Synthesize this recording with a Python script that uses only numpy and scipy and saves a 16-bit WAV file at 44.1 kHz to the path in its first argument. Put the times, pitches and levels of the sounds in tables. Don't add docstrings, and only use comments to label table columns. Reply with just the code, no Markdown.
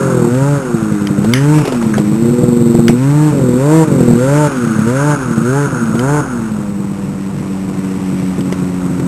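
import sys
import numpy as np
from scipy import signal
from scipy.fft import rfft, irfft, next_fast_len
from scipy.io import wavfile
from scipy.ndimage import uniform_filter1d

SR = 44100
rng = np.random.default_rng(int(sys.argv[2]) if len(sys.argv) > 2 else 0)


def transcribe(signal):
    frames = np.atleast_2d(signal).T
    limited = np.clip(frames, -1, 1)
    pcm = np.round(limited * 32767).astype(np.int16)
    wavfile.write(sys.argv[1], SR, pcm)


N = 399987
TIME = np.arange(N) / SR


def from_db(db):
    return 10 ** (np.asarray(db) / 20)


def rms_one(x):
    return x / np.sqrt(np.mean(x ** 2) + 1e-20)


def during(start, end):
    return (TIME >= start) & (TIME < end)


def curves(rows):
    times, *columns = np.transpose(rows)
    return [np.interp(TIME, times, column) for column in columns]


def gain_at(spectrum, hz):
    f, db = np.transpose(spectrum)
    log_f = np.log(np.r_[f[0] / 2, f, f[-1] * 2])
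    return from_db(np.interp(np.log(hz + 1e-3), log_f, np.r_[db[0] - 50, db, db[-1] - 50]))


def noise(spectrum):
    size = next_fast_len(N)
    gain = gain_at(spectrum, np.arange(size // 2 + 1) * SR / size)
    return rms_one(irfft(rfft(rng.standard_normal(size)) * gain, size)[:N])


def drift(rate_hz):
    hop, settle = 40, 2000
    r = np.exp(-2 * np.pi * hop * rate_hz / SR)
    slow = signal.lfilter([1], [1, -2 * r, r * r], rng.standard_normal(N // hop + settle + 2))[settle:]
    return np.interp(np.arange(N) / hop, np.arange(len(slow)), rms_one(slow))


def resonate(x, hz, width_hz):
    r = np.exp(-np.pi * width_hz / SR)
    poles = [1, -2 * r * np.cos(2 * np.pi * hz / SR), r * r]
    return signal.lfilter(np.array([1, 0, -1]) * (1 - r * r) / 2, poles, x + 1e-18)


def decay(clicks, tau_s):
    return signal.lfilter([1], [1, -np.exp(-1 / (tau_s * SR))], clicks + 1e-18)


def bursts(rows, tau_s):
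    clicks = np.zeros(N)
    for t, db in rows:
        clicks[int(t * SR)] = from_db(db)
    return decay(clicks, tau_s)


# open t/s, shut t/s, target f/Hz, level/dB of orders 1-2, of 3, of 4, of extra rasp
BLIPS = [(0.279, 0.584, 158, -10.5, -22, -20, 0.5), (1.246, 1.625, 167, -9.5, -21, -28, 2),
         (2.938, 3.319, 162.3, -9.5, -26, -29.5, 3.5), (3.561, 3.845, 183.5, -10.5, -15.5, -17, 7),
         (4.17, 4.478, 166, -10.5, -19, -14, 5.5), (4.839, 5.153, 166.9, -12.5, -22, -19.5, 6.5),
         (5.422, 5.664, 169, -12, -17, -25.5, 3.5), (5.958, 6.211, 176, -12.5, -20, -23, 7)]


def full_throttle(catch_s=.04, cut_s=.008):
    return sum(np.clip(np.minimum((TIME - opened) / catch_s, (shut - TIME) / cut_s + .5), 0, 1)
               for opened, shut, *_ in BLIPS)


def blip_levels():
    return curves([(t, *dbs) for opened, shut, _, *dbs in BLIPS for t in (opened, shut)])


# start t/s, end t/s, target f/Hz
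PART_THROTTLE = [(0, .144, 124.7), (2.087, 2.428, 127.5), (2.428, 2.935, 115.1), (3.28, 3.56, 108),
                 (3.81, 4.17, 105.7)]


def crank_speed(start_hz=136, idle_hz=97.5, sag_hz_per_s=4.26, flywheel_s=.181, fuel_s=.14):
    starve_s = .033
    target_hz = idle_hz - sag_hz_per_s * np.maximum(TIME - 7, 0)
    for start, end, hz in PART_THROTTLE:
        target_hz[during(start, end)] = hz
    for opened, shut, hz, *_ in BLIPS:
        target_hz[during(opened, shut - starve_s)] = hz
    target_hz = uniform_filter1d(target_hz, int(fuel_s * SR), mode="nearest")
    return start_hz + decay(target_hz - start_hz, flywheel_s) / (flywheel_s * SR)


# f/Hz, level/dB
LOADED_PIPE = [(115, -5.5), (150, .8), (200, 3), (245, -2.5), (285, -7), (320, 2), (410, -2), (490, 2),
               (620, -4)]
COASTING_PIPE = [(180, 4.5), (240, 2.5), (290, -8.5), (350, -9), (385, -14), (455, -18.5), (490, -10.5),
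                 (560, -14)]
# t/s, level/dB of orders 1-2, of 3-4
COASTING_LEVELS = [(0, -16.5, -3.5), (.6, -22, -10), (1.2, -18.5, -9.5), (1.7, -17, -16),
                   (2.3, -14.5, -6.5), (2.9, -12, -6), (4.1, -10, -6.5), (4.6, -17.5, -13.5),
                   (5.9, -18, -18.5), (7.1, -25, -21.5), (7.7, -23.5, -17), (9.07, -21.5, -16.5)]


def order_levels(crank_hz, throttle):
    def piped(response, order, db):
        return db + 20 * np.log10(gain_at(response, order * crank_hz))

    low, third, fourth, _ = blip_levels()
    loaded = [piped(LOADED_PIPE, k, db) for k, db in enumerate((low, low, third, fourth), 1)]
    low, high = curves(COASTING_LEVELS)
    coasting = [low - 12.5]
    coasting += [piped(COASTING_PIPE, k, db) for k, db in enumerate((low, high, high - 4.5), 2)]
    return [throttle * on + (1 - throttle) * off for on, off in zip(loaded, coasting)]


def exhaust_note(turns, order_dbs, waver_db=1.2, lag_rad=.61):
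    out = np.zeros(N)
    for k, db in enumerate(order_dbs, 1):
        amplitude = np.sqrt(2) * from_db(db + waver_db * drift(28.5))
        out += amplitude * np.cos(2 * np.pi * k * turns - lag_rad * (k - 1) ** 2)
    return out


# start t/s, end t/s, gap/strokes, level/dB
STUTTER = [(0, .29, 3, -9.5), (.735, 1.26, 9, -9), (1.984, 2.3, 7, -12), (2.33, 2.95, 5.6, -8),
           (3.322, 3.56, 3, -8.5), (3.87, 4.17, 3, -6.5), (4.747, 4.87, 3, -12), (5.297, 5.4, 8.5, -12),
           (5.72, 5.95, 12, -12), (6.343, 8.1, 24, -21), (8.12, 9.07, 8.5, -16)]


def late_firings(strokes, uneven_db=1.8, scatter=.06, shut_db=-13):
    clicks = np.zeros(N)
    for start, end, gap, db in STUTTER:
        run = strokes[(strokes >= start * SR) & (strokes < end * SR)]
        timing, strength = rng.standard_normal((2, 32))
        gaps = np.maximum(np.round(gap * (1 + scatter * timing)), 2).astype(int)
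        counts = np.cumsum(gaps) - gaps[0]
        fired = run[counts[counts < len(run)]]
        clicks[fired] = from_db(db + uneven_db * strength[:len(fired)])
    for _, shut, *_ in BLIPS:
        clicks[strokes[np.argmin(abs(strokes - shut * SR))]] = from_db(shut_db)
    return clicks


def throb(bangs, depth=1.9):
    swell = decay(bangs, tau_s=.028)
    for _ in range(2):
        swell = uniform_filter1d(swell, SR // 160)
    return 1 + depth * (swell - uniform_filter1d(swell, SR // 10))


def burns(bangs, strokes, note_db, throttle, carry=.057, load_evens_db=25):
    afterfire = signal.lfilter([1], [1, -carry], bangs[strokes])
    spread = from_db(note_db - 6.5 - load_evens_db * throttle)
    clicks = np.zeros(N)
    clicks[strokes] = from_db(-2) * afterfire + spread[strokes] * rng.standard_normal(N)[:len(strokes)]
    return clicks


# f/Hz, width/Hz, level/dB
PIPE_MODES = [(135, 91, -9), (139.7, 40, 8), (208.6, 59, 9), (237.4, 48, 7), (331.4, 28, -2.5),
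              (473, 22.4, -10), (580, 41, -16)]


def pipe_ring(clicks, vary_db=1.5, silencer_hz=(100, 600)):
    at, out = np.flatnonzero(clicks), np.zeros(N)
    for k, (hz, width_hz, db) in enumerate(PIPE_MODES):
        kicks = np.zeros(N)
        kicks[at] = clicks[at] * from_db(db + vary_db * rng.standard_normal(len(at)))
        out += (-1) ** k * resonate(kicks, hz, width_hz) * SR / (2 * np.pi * width_hz)
    return signal.sosfilt(signal.butter(3, silencer_hz, "band", fs=SR, output="sos"), out)


# t/s, level/dB of rasp, of whirr, of clatter
WALK_LEVELS = [(0, -34, -25.5, -41), (.25, -29, -33.5, -43.5), (.9, -34.5, -30.5, -43),
               (2, -32, -37.5, -40.5), (2.5, -35.5, -40, -44.5), (3.95, -35.5, -35, -41),
               (4.45, -34.5, -27.5, -39), (6.2, -33.5, -27.5, -45), (6.76, -36, -43, -47),
               (8.2, -32.5, -41.5, -41), (9.07, -31.5, -36, -44)]


def noise_levels(crank_hz, throttle, cruise_hz=115, pipe_tuned_hz=150):
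    rasp_db, whirr_db, clatter_db = curves(WALK_LEVELS)
    excess_hz = crank_hz - cruise_hz
    bite_db = blip_levels()[-1] + .26 * (crank_hz - pipe_tuned_hz)
    return (rasp_db + .1209 * excess_hz + throttle * bite_db,
            whirr_db + .0752 * excess_hz,
            clatter_db + .02 * excess_hz + throttle * 3)


def puffs(turns, depth, uneven_db):
    return rms_one(np.exp(depth * np.cos(2 * np.pi * turns)) * from_db(uneven_db * drift(64)))


# f/Hz, level/dB
RASP_SPECTRUM = [(300, 2), (520, -5.5), (680, -2.5), (950, -1), (1200, -4.5), (1600, -23), (2500, -20)]


def exhaust_rasp(turns, db, bangs, hiss_db=-36):
    flow = from_db(db) * puffs(turns, depth=.16, uneven_db=1.5)
    hiss = from_db(hiss_db) * decay(bangs, tau_s=.02)
    return (flow + hiss) * noise(RASP_SPECTRUM)


# f/Hz, level/dB
DRIVE_SPECTRUM = [(900, -15.5), (1200, -3.5), (1400, 1.5), (1540, -3), (1700, -10.5), (2100, -51)]


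def drive_whirr(turns, db):
    return from_db(db) * puffs(turns, depth=.054, uneven_db=1.5) * noise(DRIVE_SPECTRUM)


# f/Hz, level/dB
CLATTER_SPECTRUM = [(1200, -14), (1800, 6), (2100, 5), (2600, 3.5), (3300, -1.5), (3900, -1)]


def engine_clatter(turns, db):
    return from_db(db) * puffs(turns, depth=.2, uneven_db=1.35) * noise(CLATTER_SPECTRUM)


# f/Hz, level/dB
WIND_SPECTRUM = [(12, 0), (25, -12), (50, 3.5), (90, -1), (160, 11.5), (400, -1.5)]


def wind(db=-27.5, gust_db=2):
    return from_db(db + gust_db * drift(3)) * noise(WIND_SPECTRUM)


# f/Hz, level/dB
SNARL_SPECTRUM = [(430, 1), (490, 11.5), (580, 3.5), (700, -8.5), (790, -12), (900, -3.5), (970, -3),
                  (1080, -11.5), (1500, -20), (2200, -28), (3500, -60)]


def port_buzz(turns, crank_hz, spectrum=SNARL_SPECTRUM, waver_db=3.5, jitter_turns=.0028):
    turns, out = turns + jitter_turns * drift(26), np.zeros(N)
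    for k in range(5, 19):
        amplitude = gain_at(spectrum, k * crank_hz) * from_db(waver_db * drift(8.8))
        out += amplitude * np.cos(2 * np.pi * (k * turns + rng.random()))
    return out


# t/s, level/dB
CLANKS = [(1.071, -17), (1.336, -1.5), (2.8815, -1), (5.993, -17), (8.525, -21)]
# f/Hz, width/Hz, level/dB
METAL_MODES = [(1560.8, 730, -8), (2050, 270, -2.5), (3045, 210, -2.5)]


def metal_clanks():
    contact = bursts(CLANKS, tau_s=.0023) * rng.standard_normal(N)
    return sum(from_db(db) * resonate(contact, hz, width_hz) * np.sqrt(SR / (np.pi * width_hz))
               for hz, width_hz, db in METAL_MODES)


# t/s, level/dB
CRACKS = [(1.245, -12.5), (1.586, -14.5), (1.652, -10.5), (1.675, -8.5), (1.722, -12), (1.747, -18.5),
          (1.825, -14), (1.868, -38), (1.98, -10), (5.952, -16.5), (8.525, -17), (8.998, -19)]
# f/Hz, level/dB
CRACK_SPECTRUM = [(350, 7), (900, -8.5), (1600, -20), (3800, -18.5)]


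def exhaust_cracks():
    return bursts(CRACKS, tau_s=.0094) * noise(CRACK_SPECTRUM)


# t/s, level/dB, f/Hz, t60/s
RATTLES = [(1.344, -18, 1800, 0.31), (1.35, -23, 2880, 0.28), (1.54, -29, 2500, 0.86),
           (1.65, -32, 2580, 0.59), (1.812, -20.5, 1290, 0.083), (1.938, -11.5, 1450, 0.044),
           (1.95, -18.5, 1440, 0.089), (2.892, -23, 2300, 0.13), (8.407, -25, 2882, 0.029)]


def rattles(relative_width=.55):
    out = np.zeros(N)
    for t, db, hz, t60 in RATTLES:
        at = int(t * SR)
        age_s = TIME[:min(SR // 4, N - at)]
        width_hz = relative_width * hz * np.clip(.02 / t60, .5, 2)
        ring = rng.standard_normal(len(age_s))
        for _ in range(2):
            ring = resonate(ring, hz, width_hz)
        out[at:at + len(age_s)] += rms_one(ring) * from_db(db - 60 * age_s / t60)
    return out


def scene():
    crank_hz, throttle = crank_speed(), full_throttle()
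    turns = np.cumsum(crank_hz) / SR
    strokes = np.flatnonzero(np.diff(np.floor(turns)))
    order_dbs = order_levels(crank_hz, throttle)
    rasp_db, whirr_db, clatter_db = noise_levels(crank_hz, throttle)
    bangs = late_firings(strokes)
    firings = burns(bangs, strokes, order_dbs[1], throttle)
    exhaust = from_db(-.26) * throb(bangs) * exhaust_note(turns, order_dbs) + pipe_ring(firings)
    load_db = 16 * (throttle - 1)
    snarl = from_db(rasp_db + load_db + 4.5) * port_buzz(turns, crank_hz)
    whine = from_db(whirr_db + load_db - 4) * port_buzz(turns, crank_hz, DRIVE_SPECTRUM)
    rasp = exhaust_rasp(turns, rasp_db + 2.5 - 5 * throttle, bangs)
    whirr = drive_whirr(turns, whirr_db + 1.1 - .47 * throttle)
    clatter = engine_clatter(turns, clatter_db + 4)
    engine = exhaust + snarl + whine + rasp + whirr + clatter + exhaust_cracks()
    return (engine + wind() + metal_clanks() + rattles())[None]


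def record(dry, band_hz=3900, hold_hz=8000, cutoff_hz=12450):
    narrow = signal.sosfilt(signal.butter(6, band_hz, fs=SR, output="sos"), dry[0])
    held = np.interp(np.floor(TIME * hold_hz) / hold_hz, TIME, np.clip(narrow, -1, 1))
    return signal.sosfilt(signal.ellip(10, .2, 70, cutoff_hz, fs=SR, output="sos"), held)[None]


dry = scene()
out = record(dry)
transcribe(out)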